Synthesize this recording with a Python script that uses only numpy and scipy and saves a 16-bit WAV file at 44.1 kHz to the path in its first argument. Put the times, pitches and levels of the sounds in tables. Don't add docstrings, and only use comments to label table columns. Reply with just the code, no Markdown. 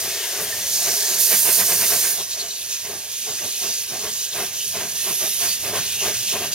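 import sys
import numpy as np
from scipy import signal
from scipy.fft import rfft, irfft, next_fast_len
from scipy.io import wavfile
from scipy.ndimage import uniform_filter1d

SR = 44100
rng = np.random.default_rng(int(sys.argv[2]) if len(sys.argv) > 2 else 0)


def voltage_ratio(decibels):
    exponent = np.asarray(decibels, float) / 20
    return 10 ** exponent


def master(y):
    cut = np.clip(np.atleast_2d(y).T, -1, 1)
    pcm = np.round(cut * 32767)
    wavfile.write(sys.argv[1], SR, pcm.astype(np.int16))


N = 288414
SIZE = next_fast_len(N)
HZ = np.maximum(np.arange(SIZE // 2 + 1) * SR / SIZE, 1)
T = np.arange(N) / SR

# [peak t/s, level/dB, fall t/s, rasp level/dB]
BEATS_LEAD = [(.062, -37.5, 0.041, -1), (.407, -33.5, 0.05, -3.5), (.878, -33.5, .048, 1.5),
              (1.108, -38.5, 0.061, 0), (2.451, -42, .025, -1), (2.926, -38, 0.048, -4),
              (3.444, -35.5, 0.038, -8), (3.94, -35.5, 0.045, -2.5), (4.375, -34, 0.068, 0),
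              (4.545, -51, 0.027, 6), (4.815, -34, 0.036, -2), (5.238, -34, 0.041, -1.5),
              (5.671, -32.5, 0.044, 0), (6.075, -30.5, 0.037, 0), (6.438, -30, 0.026, -3.5)]
BEATS_REAR = [(1.334, -29.5, 0.022, 4.5), (1.485, -28.5, 0.03, 1.5), (1.609, -28.5, .033, 0.5),
              (1.716, -29.5, 0.032, 1), (1.828, -32, 0.032, 5), (1.933, -30.2, 0.035, 1.5),
              (2.049, -39.5, 0.046, 7), (2.204, -35, .021, -14), (2.375, -43.5, 0.071, -3),
              (2.87, -41, 0.057, 0), (3.296, -36, 0.042, -7), (3.648, -35.5, 0.046, -2),
              (4.049, -33.5, 0.041, -2.5), (4.41, -30, 0.03, -4), (4.769, -35, 0.088, 1),
              (5.084, -33.5, 0.039, -1.5), (5.435, -34, 0.048, 0), (5.757, -29, 0.043, -2),
              (6.045, -31.5, 0.032, -2), (6.353, -30, 0.032, -4)]
# [f/Hz, width f/Hz, level/dB]
CHIMNEY_LEAD = [(394, 115, 2), (660, 215, 0.5), (1200, 110, -6), (900, 870, -12)]
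CHIMNEY_REAR = [(412, 91, 4.5), (670, 190, 0.5), (1058, 150, -2.5), (990, 1300, -10)]
THUMP = [(98, 66, -2), (185.6, 165, 1.5)]
RASP = [(1600, 170, 2.5), (2070, 1430, 1), (2840, 550, -5), (5300, 17000, -5)]
# [opens t/s, shuts t/s, cock level/dB, valve level/dB, left-right level/dB]
BLOWS_REAR = [
    (-.1, 0.09, -29.5, -32.5, 3),
    (0.083, 0.393, -31.5, -31.5, 5.5),
    (.39, 0.45, -27.5, -38, 1),
    (0.466, .66, -30.5, -32, 2),
    (0.659, 0.717, -27.5, -27.5, -1.5),
    (0.712, 1.168, -26, -24, -2),
    (1.18, 1.261, -19, -24, -6.5),
    (1.276, 1.495, -19, -26.5, -5),
    (1.503, 1.611, -18, -26, -5),
    (1.623, 2.113, -21, -26.5, -3.5),
]
# [opens t/s, shuts t/s, hiss level/dB, end swell level/dB, cock over hiss level/dB]
BLOWS_LEAD = [(2.125, 2.22, -32, 0, -5.5), (2.29, 2.33, -31, 1.5, -10), (2.37, 2.404, -32, 0.5, -4),
              (2.46, 2.68, -40, 1.5, -3), (2.69, 2.756, -30.5, -1, -4.5), (2.787, 2.996, -38, -7, -3.5),
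              (3.092, 3.624, -35, 3, -3), (3.61, 3.823, -31.5, 0, -3.5), (3.868, 4.25, -36.5, 6.5, -3.5),
              (4.304, 4.467, -35.5, 3, -1), (4.52, 4.653, -33.5, 2.5, -4),
              (4.662, 4.853, -32.5, -5.5, -1.5), (4.87, 4.93, -37, 0.5, -2), (4.943, 5.392, -31, 0.5, -1.5),
              (5.39, 5.54, -26.5, -1.5, -2), (5.59, 5.7, -33, 0.5, -3), (5.735, 5.957, -31.5, 1.5, -2.5),
              (5.98, 6.103, -29.5, 1, -3), (6.124, 6.257, -31, 0.5, -3), (6.258, 6.33, -26.5, -1, -5),
              (6.343, 6.473, -34, -0.5, -1.5), (6.514, 6.7, -26, 3, -5)]
# [peak t/s, level/dB, half length t/s, f/Hz, width f/Hz]
SPITS = [(0.22, -32, 0.039, 3000, 1100), (2.204, -33.5, 0.022, 3800, 900), (2.329, -28, .016, 4170, 500),
         (2.409, -26.5, 0.011, 4260, 550), (2.513, -29.5, 0.01, 3980, 600), (2.567, -34, .012, 4080, 600),
         (2.62, -36, .011, 3900, 700), (2.73, -27, 0.025, 6240, 1600), (3.395, -38.5, .009, 1800, 600),
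         (3.72, -26.5, 0.073, 6000, 2400), (3.737, -33, 0.043, 4860, 500),
         (4.332, -26.5, .0035, 3900, 1200), (4.613, -33, .019, 2920, 500), (5.077, -29, 0.092, 10900, 2400),
         (5.312, -27, 0.15, 11500, 2400), (5.507, -27.5, 0.027, 4600, 350), (5.837, -43, 0.036, 1900, 900),
         (5.943, -42, .012, 1800, 800), (6.14, -36.5, 0.026, 1900, 900), (6.02, -30, 0.033, 2900, 500),
         (6.325, -30.5, .035, 3040, 900), (6.43, -34.5, .016, 2800, 300)]
# [t/s, level/dB]
ROLLING = [(0, -52), (.08, -51), (.25, -56.5), (.6, -47.5), (.95, -61), (1.27, -61), (1.84, -49),
           (2.05, -55), (2.3, -58), (2.6, -60), (3.25, -61.5), (3.75, -59), (3.95, -51.5), (4.62, -59),
           (4.85, -48.5), (5.2, -56), (5.6, -50), (6.4, -45.5)]
# [f/Hz, level/dB, T60 t/s]
CLANK = [(1800, 11, 0.1), (2060, 0, 0.033), (3280, -11, .02)]
# [f/Hz, level/dB per Hz]
VALVE = [(2240, -33), (3800, -9), (4280, -7), (4690, -5), (5120, -5), (6180, -0.5), (7350, -5.5),
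         (7960, -6), (8570, -5.5), (9500, -27), (12400, -41), (20900, -120)]
COCKS_REAR = [(3000, -23.5), (4500, -4.5), (6200, -1.5), (7400, -2.5), (8500, 2), (10200, -0.5),
              (11300, -0.5), (12700, 1.5), (15800, -3)]
COCKS_LEAD = [(5000, -31), (7000, -18), (8400, 1.5), (9400, 1), (10400, 1.5), (11500, 1), (13000, 0),
              (14200, -1.5), (15800, -3)]
LEAK = [(1400, -38), (1700, -13.5), (2300, -10), (2450, -1.5), (2900, 0.5), (3400, -1.5), (3700, -0.5),
        (4300, -6), (5400, -18)]
BLOWER = [(230, -23), (310, -19), (360, -2), (410, 1.5), (510, -7), (660, -3), (860, -8.5), (1040, -7),
          (1340, -11.5), (1650, -0.5), (2000, -3.5), (2300, -4.5), (2700, -21)]
WHEELS = [(12, -45), (20, -17), (102, 3.5), (206, -3), (270, -6.5), (350, -41), (590, -120)]
# [f/Hz, left lead phase/rad]
PHASE_LEAD = [(1500, 0), (2500, -.1), (4500, -1.5), (6000, -1.7), (8000, -2.3), (9500, -3.0), (10200, -3.9),
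              (12500, -4.1), (15000, -4.4)]
PHASE_REAR = [(1500, 0), (3000, .2), (5800, -1.2), (8000, -.5), (11000, -.7), (12500, .3), (15000, .7)]
# [f/Hz, likeness/1]
LIKENESS = [(40, .9), (300, .98), (2300, .96), (3200, .76), (6500, .92), (7800, .72), (9400, .58),
            (10500, .76), (15000, .78)]
# [f/Hz, left-right level/dB]
PORTS = [(60, 1.5), (350, 1.5), (700, 3.5), (2400, 1), (3500, 5), (5500, -2), (7000, -4.5), (8500, -4.5),
         (11000, -10), (15000, -7.5)]

SLIP_S, SHUT_S = 1.2, 2.08
RISE_LEAD_S, RISE_REAR_S = 0.025, 0.023
LEFT_RIGHT = np.array([[1], [-1]])


def on_hz(table):
    hz, value = np.transpose(table)
    return np.interp(np.log(HZ), np.log(hz), value)


def modes(table):
    power = 0
    for hz, width_hz, db in table:
        power = power + (voltage_ratio(db) / (1 + ((HZ - hz * hz / HZ) / width_hz) ** 2)) ** 2
    return np.sqrt(power)


def noise(gain, phase):
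    mid, side = rfft(rng.standard_normal((2, SIZE)))
    alike = np.clip(on_hz(LIKENESS), 0, 1)
    pair = np.sqrt(1 + alike) * mid + np.sqrt(1 - alike) * side * LEFT_RIGHT
    turn = (0.5j * on_hz(phase) + on_hz(PORTS) * np.log(10) / 40) * LEFT_RIGHT
    out = irfft(pair * gain * np.exp(turn), SIZE)[:, :N]
    return out / np.std(out.mean(axis=0))


def walk(rate_hz):
    hold = int(SR / rate_hz)
    steps = np.repeat(rng.standard_normal(N // hold + 1), hold)
    return 1.1 * uniform_filter1d(uniform_filter1d(steps, hold), hold)[:N]


def puffs(times_s, dbs, rises_s, falls_s, tail):
    power = np.zeros(N)
    for s, db, rise, fall in zip(times_s, dbs, rises_s, falls_s):
        near = slice(max(int((s - 4 * rise) * SR), 0), int((s + 9 * fall) * SR))
        late = T[near] - s
        onset = (np.abs(late) / (1.066 * rise)) ** 2.34
        bell = np.exp(-np.where(late < 0, onset, (late / fall) ** 2))
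        linger = tail * (late > 0) * (1 - bell) * np.exp(-np.abs(late) / fall)
        power[near] += voltage_ratio(db) ** 2 * (bell + linger)
    return np.sqrt(power)


def gate(opens_s, shuts_s):
    return np.clip((T - opens_s) / 0.026, 0, 1) * np.exp(-np.maximum(T - shuts_s, 0) / 0.021)


def shimmer(x, patchy_db, hz_wide, s_long):
    hz, _, z = signal.stft(x, SR, nperseg=1024)
    field = rng.standard_normal(z.shape[1:])
    field = uniform_filter1d(field, max(int(hz_wide * 1024 / SR), 1), axis=0)
    field = uniform_filter1d(field, max(int(s_long * SR / 512), 1), axis=1)
    depth_db = patchy_db / np.sqrt(1 + (hz[:, None] / 11000) ** 2)
    return signal.istft(z * voltage_ratio(depth_db * field / np.std(field)), nperseg=1024)[1][:, :N]


def trees(near):
    t60_s, level_db = 0.62, -18.5
    late = T[:SR // 2]
    tail = rng.standard_normal((2, len(late))) * voltage_ratio(-60 * late / t60_s) * np.minimum(late / 0.02, 1)
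    tail = tail * voltage_ratio(level_db) / np.sqrt(np.sum(tail ** 2, axis=1, keepdims=True))
    return signal.fftconvolve(near.mean(axis=0, keepdims=True), tail, axes=1)[:, :N]


def wheels():
    level_db = np.interp(T, *np.transpose(ROLLING)) + 1.7 * walk(6)
    return voltage_ratio(level_db) * noise(voltage_ratio(on_hz(WHEELS)), PHASE_LEAD)


def blowers():
    roar = noise(voltage_ratio(on_hz(BLOWER)), PHASE_LEAD)
    singing = voltage_ratio(-9.0) * np.clip((SLIP_S - T) / 0.14, 0, 1)
    roar = roar + singing * noise(modes([(664, 140, 0)]), PHASE_LEAD)
    duck_db = -4 * (T > SLIP_S) * np.exp(-np.abs(T - SLIP_S) / 0.3)
    rear = voltage_ratio(-38.5 + duck_db) ** 2 * np.exp(-np.maximum(T - SHUT_S, 0) / 0.088)
    nearing_db = 3 * np.maximum(T - 5.2, 0)
    lead = voltage_ratio(-47 + nearing_db) ** 2
    return np.sqrt(rear + lead) * voltage_ratio(1.6 * walk(12)) * roar


def clank():
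    late = np.maximum(T - 0.524, 0)
    ring = 0
    for hz, db, t60_s in CLANK:
        ring = ring + voltage_ratio(db - 60 * late / t60_s) * np.sin(2 * np.pi * hz * late)
    tick = voltage_ratio(1 - 60 * late / 0.02) * rng.standard_normal(N) * (late > 0)
    return voltage_ratio(-33.5) * (ring * np.minimum(late / 0.0025, 1) + tick)


def spits():
    out = np.zeros((2, N))
    white = noise(np.ones_like(HZ), PHASE_LEAD)
    for s, db, half_s, hz, width_hz in SPITS:
        near = slice(max(int((s - 0.2) * SR), 0), int((s + 0.2) * SR))
        edges_hz = [hz - width_hz / 2, hz + width_hz / 2]
        band = signal.sosfilt(signal.butter(2, edges_hz, "band", fs=SR, output="sos"), white[:, near])
        out[:, near] += puffs([s], [db], [half_s], [half_s], 0)[near] * band / np.std(band)
    return out


def jet(rear_spectrum, lead_spectrum, level_db, lead, flutter_db, spatter_db):
    rear = voltage_ratio(flutter_db * walk(14)) * np.sqrt(1 - lead) * noise(voltage_ratio(on_hz(rear_spectrum)), PHASE_REAR)
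    front = voltage_ratio(flutter_db * walk(14)) * np.sqrt(lead) * noise(voltage_ratio(on_hz(lead_spectrum)), PHASE_LEAD)
    return voltage_ratio(level_db + spatter_db * walk(900)) * (rear + front)


def glands(drip):
    return np.sqrt(drip) * voltage_ratio(0.73 * walk(20)) * noise(voltage_ratio(on_hz(LEAK)), PHASE_LEAD)


def safety_valves(hiss, shut):
    lead = np.clip(0.42 + 0.66 * shut, 0, 1)
    return jet(VALVE, VALVE, 10 * np.log10(hiss), lead, 0.62, 1.34)


def cylinder_cocks(top, pan_db, shut):
    cocks = jet(COCKS_REAR, COCKS_LEAD, 10 * np.log10(top) + 3.1, shut, 0.89, 0.72)
    return cocks * voltage_ratio((pan_db + 5.5) * LEFT_RIGHT / 2)


def steam():
    seep_db = -36.5
    hiss, top = voltage_ratio(seep_db) ** 2, voltage_ratio(seep_db - 3.5) ** 2
    for opens, shuts, db, swell_db, jet_db in BLOWS_LEAD:
        swelling_db = swell_db * np.clip((T - opens) / (shuts - opens), 0, 1)
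        stroke = gate(opens, shuts) * voltage_ratio(db + swelling_db) ** 2
        hiss = hiss + stroke
        top = top + stroke * voltage_ratio(jet_db) ** 2
    abreast_db = 2 * np.clip((T - 5.75) / 0.078, 0, 1)
    drip = top * voltage_ratio(-2.5 + abreast_db) ** 2 + gate(-1, SHUT_S) * voltage_ratio(-36.5) ** 2
    side = top * -3.5
    for opens, shuts, jet_db, hiss_db, pan_db in BLOWS_REAR:
        blow = gate(opens, shuts) * voltage_ratio(jet_db) ** 2
        hiss = hiss + blow * voltage_ratio(hiss_db - jet_db) ** 2
        top = top + blow
        side = side + blow * pan_db
    s, db, fall, _ = np.transpose([*BEATS_LEAD, *BEATS_REAR])
    drip = drip + puffs(s, db - 14, 0 * s + RISE_LEAD_S, 0.81 * fall, 0) ** 2
    shut = np.clip((T - SHUT_S) / 0.12, 0, 1)
    return cylinder_cocks(top, side / top, shut) + safety_valves(hiss, shut) + glands(drip)


def exhaust(beats, chimney, rise_s, thump_db):
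    s, db, fall, rasp_db = np.transpose(beats)
    rise = np.full_like(s, rise_s)
    gusty = voltage_ratio(0.93 * walk(60))
    pipe = puffs(s, db, rise, 0.83 * fall, 0.13) * noise(modes(chimney), PHASE_LEAD)
    thump = puffs(s + 0.006, db + thump_db, 1.1 * rise, fall, 0.16) * noise(modes(THUMP), PHASE_LEAD)
    rasp_env = puffs(s, db + rasp_db + 2.5, 0.9 * rise, 0.75 * fall, 0.25)
    rasp = rasp_env * noise(modes(RASP), PHASE_LEAD)
    return gusty * (pipe + thump + rasp)


def scene():
    beats = exhaust(BEATS_LEAD, CHIMNEY_LEAD, RISE_LEAD_S, thump_db=-10)
    beats = beats + exhaust(BEATS_REAR, CHIMNEY_REAR, RISE_REAR_S, thump_db=-10.5)
    near = shimmer(beats, patchy_db=1.5, hz_wide=140, s_long=0.035) + clank()
    bed = shimmer(steam() + blowers() + wheels(), patchy_db=3.0, hz_wide=70, s_long=0.075)
    return near + trees(near) + spits() + bed


def low_pass(x):
    return signal.sosfilt(signal.butter(12, 15860, fs=SR, output="sos"), x)


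def record(dry):
    notch_hz, notch_width_hz, top_hz = 7860, 480, 15815
    notch = signal.iirnotch(notch_hz, notch_hz / notch_width_hz, SR)
    notched = signal.lfilter(*notch, np.tanh(0.84 * dry) / 0.96)
    mix = irfft(rfft(notched, SIZE) * (HZ < top_hz), SIZE)[:, :N]
    return low_pass(mix)


dry = scene()
out = record(dry)
master(out)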